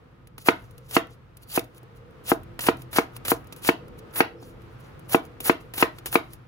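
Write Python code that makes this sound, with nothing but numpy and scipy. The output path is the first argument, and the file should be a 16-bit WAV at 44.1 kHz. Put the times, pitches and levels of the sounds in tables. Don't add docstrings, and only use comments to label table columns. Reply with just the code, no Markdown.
import sys
import numpy as np
from scipy import signal
from scipy.fft import rfft, irfft, next_fast_len
from scipy.io import wavfile
from scipy.ndimage import uniform_filter1d

SR = 44100
rng = np.random.default_rng(int(sys.argv[2]) if len(sys.argv) > 2 else 0)


def gain_from_db(level_db):
    decades = np.asarray(level_db, float) / 20
    return 10 ** decades


def to_wav(s):
    ch = np.atleast_2d(s).T
    pcm = np.round(np.clip(ch, -1, 1) * 32767)
    wavfile.write(sys.argv[1], SR, pcm.astype(np.int16))


N = 285327
TIME = np.arange(N) / SR


def level(x, db):
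    return x * gain_from_db(db) / np.sqrt(np.mean(x ** 2))


def colour(x, points):
    hz, db = np.transpose(points)
    size = next_fast_len(N)
    bin_hz = np.fft.rfftfreq(size, 1 / SR)
    gain = gain_from_db(np.interp(np.log(bin_hz + 1), np.log(hz), db))
    return irfft(rfft(x, size) * gain, size)[..., :N]


def band(x, lo_hz, hi_hz):
    return signal.sosfilt(signal.butter(2, [lo_hz, hi_hz], "bandpass", fs=SR, output="sos"), x)


def walk(rate_hz):
    hold = int(SR / rate_hz)
    steps = np.repeat(rng.standard_normal(N // hold + 1), hold)
    return uniform_filter1d(uniform_filter1d(steps, hold), hold)[:N]


BEND_S, BEND_LEAD_S, BEND_LOW_HZ = 0.002, 0.0003, 330
BLADE_HZ = 1650


def bend(x):
    size = next_fast_len(N)
    hz = np.clip(np.fft.rfftfreq(size, 1 / SR), BEND_LOW_HZ, BLADE_HZ)
    late_s = BEND_S * np.sqrt(1000 / hz) - BEND_LEAD_S
    phase = 2 * np.pi * np.cumsum(late_s) * SR / size
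    return irfft(rfft(x, size) * np.exp(-1j * phase), size)[:, :N]


# time in seconds, peak in dB, hardness as treble share in dB,
# left minus right in dB.
KNOCKS = [(0.4839, -4.5, -13, -4), (0.9645, -5, -13, -2), (1.5742, -11, -19.5, -0.5),
          (2.3158, -4.5, -24.5, 4), (2.6846, -6.5, -15, -4.5), (2.9836, -6, -17.5, 4),
          (3.316, -8.5, -23.5, 7), (3.6878, -6.5, -12.5, 3.5), (4.203, -7, -11, 0),
          (5.1443, -4.5, -17.5, 1), (5.4946, -6, -14, 3), (5.824, -6.5, -12.5, 3), (6.1536, -6.5, -13, 2.5)]
# time in seconds, peak in dB,
# hardness as treble share in dB, left minus right in dB.
BUMPS = [
    (0.775, -56.5, -45, 0),
    (1.829, -43, -59, 0.0089),
    (4.425, -38, -36, 0.0051),
    (4.886, -47, -51, 0.0084),
    (5.402, -34.5, -30, 0),
]
# frequency in Hz, level in dB, t60 in seconds.
BOARD = [(156.4, -28, 0.072), (210.4, -15.5, 0.098), (305.5, -1.5, 0.036), (355.3, 4, 0.039),
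         (457.2, -1.5, 0.067), (675, -11, 0.076), (804, 1, 0.027), (969, -3, 0.015), (1094, -7, 0.012),
         (1254, -5, 0.033), (1405, -15, 0.047), (1579, -9, 0.043), (1650.3, -16.5, 0.072),
         (1950, -13, 0.03), (2206, -11, 0.027), (2495, -5, 0.042), (2700, -18.5, 0.043),
         (2920, -20.5, 0.062), (3365, -27.5, .03), (4340, -31.5, 0.06), (4345, -26, 0.069),
         (4770, -44, 0.012), (997, 4, 0.011), (1510, -4, 0.0027)]
# frequency in Hz, left port lead in radians.
PORT_PHASE = [(0, 4), (430, -1.08), (860, 2), (1290, -0.26), (1550, 3), (2240, 0.5), (2670, 5.5), (3450, 5),
              (4480, 7), (5430, 2.5), (6800, 5.9), (7840, 4.0), (15500, -5.9), (16500, -6.5)]
# frequency in Hz, left minus right in dB.
PORT_BALANCE = [(60, -1.5), (110, -16.5), (200, 4), (380, -3.5), (700, -2.5), (1290, 4), (2380, -0.5),
                (4400, -12), (8120, -3.5), (15000, 0.0)]
STEEL_T60_S = 0.018
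BOARD_DRIFT, STEEL_DRIFT = 0.012, 0.03
SCATTER_DB, AIM_DB = 1.8, 3.0


def board():
    out = np.zeros((2, 2, N + SR))
    u = np.arange(SR // 5) / SR
    hz, db, t60_s = np.transpose(BOARD)[:, :, None]
    steel = hz > BLADE_HZ
    t60_s = np.where(steel, np.minimum(t60_s, STEEL_T60_S), t60_s)
    lag_s = np.interp(hz, *np.transpose(PORT_PHASE)) / (2 * np.pi * hz)
    pan_db = np.interp(hz, *np.transpose(PORT_BALANCE))
    spread = np.clip(hz / 1200, 0, 1)
    blows = KNOCKS + BUMPS
    chance = rng.standard_normal((len(blows), 5, len(BOARD), 1))
    for (s, peak_db, hard_db, side_db), (drift, scatter, late, aim, skew) in zip(blows, chance):
        tilt_db = (hard_db + 23) * np.clip(np.log2(hz / 900), 0, 1.3)
        start_s = (0.0019 + 0.0012 * abs(late)) * steel
        pitch_hz = hz * (1 + np.where(steel, STEEL_DRIFT, BOARD_DRIFT) * drift)
        blow_db = peak_db - 6.5 + db + tilt_db + SCATTER_DB * scatter
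        balance_db = pan_db + spread * (side_db + AIM_DB * aim)
        for port, way in enumerate((0.5, -0.5)):
            port_lag_s = port * (lag_s + 0.088 * skew * spread / hz)
            age = np.maximum(u - start_s - port_lag_s, 0)
            swell = np.where(steel, np.minimum(age / 0.0012, 1), 1)
            ring = swell * np.sin(2 * np.pi * pitch_hz * age) * gain_from_db(-60 * age / t60_s)
            ring = ring * gain_from_db(blow_db + way * balance_db)
            parts = [np.sum(ring * kind, axis=0) for kind in (~steel, steel)]
            out[:, port, int(s * SR):][:, :len(u)] += parts
    return band(bend(out[0, :, :N]), 224, 2300) + out[1, :, :N]


def crack():
    shape, u = np.zeros(N + SR), np.arange(SR // 10) / SR
    for s, peak_db, hard_db, _ in KNOCKS:
        slap_db = peak_db - 14.5 + 1.4 * (hard_db + 14.5)
        shape[int((s + 0.0018) * SR):][:len(u)] += gain_from_db(slap_db - 60 * u / 0.05)
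    return shape[:N] * level(band(rng.standard_normal((2, N)), 430, 2900), 0)


# entry in seconds, tearing at entry in dB,
# full depth in seconds, full tearing in dB, dull crunch share in dB.
STROKES = [(.445, -53, .472, -26.5, -5.5), (.885, -56.5, 0.96, -27.5, -5), (1.475, -58, 1.575, -27.5, -4),
           (2.241, -58, 2.292, -29, -4), (2.606, -85, 2.603, -35.5, -3), (2.914, -55.5, 2.96, -29.5, -2.5),
           (3.251, -46, 3.304, -25, -4), (3.624, -47, 3.672, -29, -1), (4.131, -52, 4.168, -28, -19),
           (5.092, -43.5, 5.132, -26, -7.5), (5.421, -52.5, 5.454, -28, -7.5),
           (5.756, -40, 5.814, -24.5, -7), (6.117, -42.5, 6.15, -26, -8.5)]
EDGE_DB = 25
ENTRY_S, LAST_PUSH_DB = 0.012, 3
THROUGH_S = 0.011
TEAR_FADE_DB_S, DULL_LINGER_DB_S = 621.5, 116
SCRAPE_ENTRY_DB, SCRAPE_DEEP_DB, SCRAPE_FADE_DB_S = -11, -8, 95


def strokes():
    out = np.full((3, N), -120.)
    for (s, entry_db, deep_s, full_db, dull_db), knock in zip(STROKES, KNOCKS):
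        part_s = knock[0] - THROUGH_S
        deep_s = min(deep_s, part_s - 0.001)
        on = (TIME > s - ENTRY_S) & (TIME < part_s + 0.12)
        t = TIME[on]
        after = np.maximum(t - part_s, 0)
        times = [s - ENTRY_S, s, deep_s, part_s]
        levels = [entry_db - EDGE_DB, entry_db, full_db, full_db + LAST_PUSH_DB]
        scrape_db = np.interp(t, [s, part_s], [SCRAPE_ENTRY_DB, SCRAPE_DEEP_DB])
        out[0, on] = np.interp(t, times, levels) - TEAR_FADE_DB_S * after
        out[1, on] = scrape_db - SCRAPE_FADE_DB_S * after
        out[2, on] = dull_db + DULL_LINGER_DB_S * after
    return out


# frequency in Hz, density in dB per Hz.
TEAR = [(1500, -21.5), (2700, 2), (4800, -7.5), (7000, -7.5), (8000, -4.5), (9500, -2), (11200, 0.5),
        (12700, -3), (13500, 6), (14200, -1), (14900, -1), (15600, -4.5), (15950, -12), (16300, -39.5)]


def cells(uneven_db, jerk_db, rate_hz):
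    size = rng.exponential(size=N // 8 + 1).clip(0, 4).repeat(8)[:N]
    size_db = uneven_db * size + jerk_db * walk(rate_hz)
    return level(colour(rng.standard_normal((2, N)) * gain_from_db(size_db), TEAR), 0)


def flesh():
    tear_db, scrape_db, dull_db = strokes()
    bright = level(band(cells(3.0, 2.4, 150), 9300, 17100), 0)
    dull = level(band(cells(3.2, 3.0, 120), 2900, 8200), 0)
    scrape = level(band(rng.standard_normal((2, N)) * gain_from_db(walk(150)), 350, 2500), 0)
    scrape_db = np.minimum(scrape_db, -2.5)
    return gain_from_db(tear_db) * (bright + gain_from_db(dull_db) * dull + gain_from_db(scrape_db) * scrape)


# time in seconds, peak in dB, low share in dB, t60 in seconds.
SNAPS = [(0.38, -31, 0, 0.04), (0.4592, -32.5, 6, 0.045), (.91, -25.5, -5, 0.031), (1.5928, -17, 0, 0.021),
         (1.6413, -38, -5, .03), (2.591, -23, 4.5, 0.039), (2.6378, -27, 0.5, 0.064),
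         (2.6663, -19.5, 3, 0.11), (2.9292, -31.5, 4.5, 0.13), (2.9606, -21, 4.5, 0.15),
         (3.25, -23.5, -3, 0.13), (3.281, -12, -4.5, 0.03), (3.6472, -23, 1, .04), (4.136, -44, 8, 0.097),
         (4.157, -25.5, -0.5, 0.14), (4.188, -33, 4, 0.093), (5.0943, -25.5, -10.5, 0.025),
         (5.4026, -23.5, -16, 0.068), (5.46, -24.5, 3, 0.031), (5.7367, -26, -1.5, 0.067),
         (5.778, -22, 3, .04), (5.796, -31, 7, .04), (6.058, -18.5, -6, 0.08), (6.127, -26, 6, .03)]
# time in seconds, peak in dB, low share in dB.
TICKS = [(0.2712, -39.5, -5), (.622, -50, -8), (0.709, -42, -21), (0.7792, -35.5, -11), (1.069, -49, 3),
         (1.107, -48, -12), (1.3693, -35, -20), (1.4292, -54, -14), (1.7462, -46, -5), (1.7657, -50, -20.5),
         (1.7793, -38.5, -24), (1.8302, -45, -16), (2.1073, -54, -24), (2.432, -43, -9), (2.769, -39, -17),
         (2.8188, -32.5, -37.5), (3.1641, -25, -10), (3.4426, -47.5, -10), (3.47, -39.5, -25.5),
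         (3.5241, -29, 0), (3.5622, -33.5, -20), (3.8806, -44.5, -4), (3.9878, -44, -24),
         (4.4165, -52, -18), (4.6189, -52, 5), (4.9928, -41, -22), (5.251, -39, -6.5), (5.6077, -50, -8),
         (5.9845, -33, 2), (6.333, -29.5, -32)]
TICK_T60_S = 0.03


def slices():
    spit, tap, u = np.zeros(N + SR), np.zeros(N + SR), np.arange(SR // 8) / SR
    for s, db, low_db, t60_s in SNAPS + [(*row, TICK_T60_S) for row in TICKS]:
        shape = gain_from_db(db - 6.5 - 60 * u / max(t60_s, 0.004)) * np.minimum(u / 0.00099, 1)
        spit[int(s * SR):][:len(u)] += shape
        tap[int(s * SR):][:len(u)] += shape * gain_from_db(min(low_db, 6))
    noise = rng.standard_normal((2, 2, N))
    bright = level(colour(noise[0], TEAR), 0)
    dull = level(band(noise[1], 210, 3500), 0)
    return spit[:N] * bright + tap[:N] * dull


def swells(rows):
    out = np.zeros(N)
    for s, db, rise_s, fall_s in rows:
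        on = slice(int((s - 2 * rise_s) * SR), int((s + 2 * fall_s) * SR))
        away = np.maximum((s - TIME[on]) / rise_s, (TIME[on] - s) / fall_s)
        out[on] += gain_from_db(db - EDGE_DB * away)
    return out


# loudest moment in seconds, level in dB, rise in seconds, fall in seconds.
SCUFFS = [(.4, -53.5, 0.016, 0.37), (.644, -59.5, 0.023, 0.032), (.87, -59, 0.076, 0.018),
          (1.134, -58, .06, .04), (1.434, -53.5, 0.041, 0.024), (1.775, -57, 0.068, 0.017),
          (1.972, -58.5, 0.033, .03), (2.15, -77, .06, 0.044), (2.818, -58.5, 0.13, 0.045),
          (3.165, -49, 0.049, 0.026), (3.53, -47.5, 0.012, .02), (3.57, -56.5, 0.021, 0.15),
          (3.992, -46, .015, 0.014), (4.112, -59, .015, .015), (4.43, -53.5, .04, 0.083),
          (4.49, -55.5, 0.038, 0.074), (4.62, -67, 0.036, 0.075), (4.72, -69.5, .08, 0.085),
          (4.84, -61.5, 0.13, 0.12), (5.06, -66, .05, 0.043), (5.264, -55.5, 0.046, .015),
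          (5.604, -62.5, .01, .1), (5.994, -56, 0.11, 0.022), (6.085, -44.5, 0.033, 0.14),
          (6.334, -60.5, 0.14, 0.059)]


def fingers():
    scuff = cells(2.5, 5.0, 60)
    rub = level(band(cells(3.6, 4.5, 30), 3600, 7200), 0)
    return swells(SCUFFS) * (scuff + gain_from_db(-5) * rub)


# loudest moment in seconds, level in dB, rise in seconds, fall in seconds, pitch in Hz.
SQUEAK = [
    (1.434, -60, .025, .026, 4430),
    (1.53, -45, .06, .025, 4600),
    (4.4, -66, .06, .025, 5320),
]
SQUEAK_GLIDE_HZ_S = 1840


def squeak():
    out, rough = 0, band(rng.standard_normal((2, N)), 18, 220)
    for *row, hz in SQUEAK:
        age = TIME - row[0]
        cycles = (hz + SQUEAK_GLIDE_HZ_S * age / 2) * age
        out = out + swells([row]) * np.sin(2 * np.pi * cycles)
    return np.sqrt(2) * out * level(rough, 0)


PORT_TURNS_HZ = [0, 3300, 6400, 8600, 11000, 13350, 15800, 22050]


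def ports(x, alike):
    alike, size = np.clip(alike, 0, 1), next_fast_len(N)
    shared, own = np.sqrt(alike) * x[0], np.sqrt(1 - alike) * x[1]
    bin_hz = np.fft.rfftfreq(size, 1 / SR)
    slip = np.pi * np.interp(bin_hz, PORT_TURNS_HZ, np.arange(len(PORT_TURNS_HZ)))
    right = irfft(rfft(shared - own, size) * np.exp(-1j * slip), size)[:N]
    return np.array([shared + own, right])


# low edge in Hz, high edge in Hz, t60 in seconds, level in dB.
ROOM = [
    (78.5, 614, 0.24, -14),
    (510, 2380, 0.25, -12),
    (1696, 4450, 0.24, -10),
    (3530, 3900, 0.11, -26.5),
    (8000, 20000, 0.33, -26),
]


def walls(x):
    u, tail = np.arange(SR // 2) / SR, 0
    for lo_hz, hi_hz, t60_s, db in ROOM:
        noise = band(rng.standard_normal((2, len(u))), lo_hz, hi_hz)
        mid, side = noise * gain_from_db(-60 * u / t60_s) * np.minimum(u / 0.011, 1)
        pair = mid + min(lo_hz / 500, 1) * side * np.array([[1], [-1]])
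        energy = np.mean(np.sum(pair ** 2, axis=1))
        tail = tail + gain_from_db(db) * pair * np.sqrt((hi_hz - lo_hz) / (SR / 2) / energy)
    return signal.fftconvolve(x[None], tail, axes=1)[:, :N]


# frequency in Hz, density in dB per Hz.
DRONE = [(25, -37.5), (40, -1), (75, -6.5), (120, -2), (200, -12), (480, -18), (600, -22), (1000, -22.5),
         (1300, -21.5), (1700, -27.5), (2800, -33.5), (4000, -39.5), (7500, -52.5), (16000, -52.5)]
# frequency in Hz, width in Hz, level in dB re their register.
HUMS = [
    (121.7, 8.4, -7),
    (261, 9, -15),
    (336.8, 11, -7),
    (474.8, 75, -6),
    (1255, 47, -17),
]
# time in seconds, middle register level in dB.
LOAD = [(0.0, -60), (0.11, -60), (0.41, -57.5), (1.91, -56), (2.49, -49.5), (2.94, -51), (3.48, -48.5),
        (4.9, -50.5), (5.41, -51), (6.09, -50.5), (6.34, -53.5), (6.47, -57)]
# offset in dB, share of the load swing.
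REGISTERS = [
    (-50, 0.44),
    (-55.5, 1.06),
    (-57, 0.81),
]
LOAD_MID_DB = -53


def drone():
    load_db = np.interp(TIME, *np.transpose(LOAD)) - LOAD_MID_DB
    out = 0
    for (lo_hz, hi_hz), (db, share) in zip([(42, 200), (180, 620), (580, 16500)], REGISTERS):
        mid, side = colour(rng.standard_normal((2, N)), DRONE)
        air = mid + (band(side, 310, 19000) + 0.38 * side) * np.array([[1], [-1]])
        if lo_hz > 500:
            air = ports([mid, side], 0.51)
        part = level(band(air, lo_hz, hi_hz), 0)
        for hz, width_hz, hum_db in HUMS:
            if lo_hz < hz < hi_hz:
                hum = band(rng.standard_normal(N), hz - width_hz / 2, hz + width_hz / 2)
                part = part + level(hum, hum_db) * gain_from_db(4.0 * walk(4))
        out = out + part * gain_from_db(db + share * load_db + 1.5 * walk(7))
    return out


def scene():
    knock, slap = board(), ports(crack(), 0.66)
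    wet = ports(flesh() + slices() + squeak(), 0.91) + ports(fingers(), 0.95)
    wide = band(knock, 60, BLADE_HZ) + gain_from_db(8.5) * slap + wet
    return knock + slap + wet + walls(wide.mean(axis=0)) + drone()


def band_limit(x):
    return signal.sosfilt(signal.butter(12, 17000, fs=SR, output="sos"), x)


def record(dry):
    rounded = 0.93 * np.tanh(dry / 0.93)
    top = signal.ellip(8, 0.2, 60, 15950, fs=SR, output="sos")
    return band_limit(signal.sosfilt(top, rounded))


dry = scene()
out = record(dry)
to_wav(out)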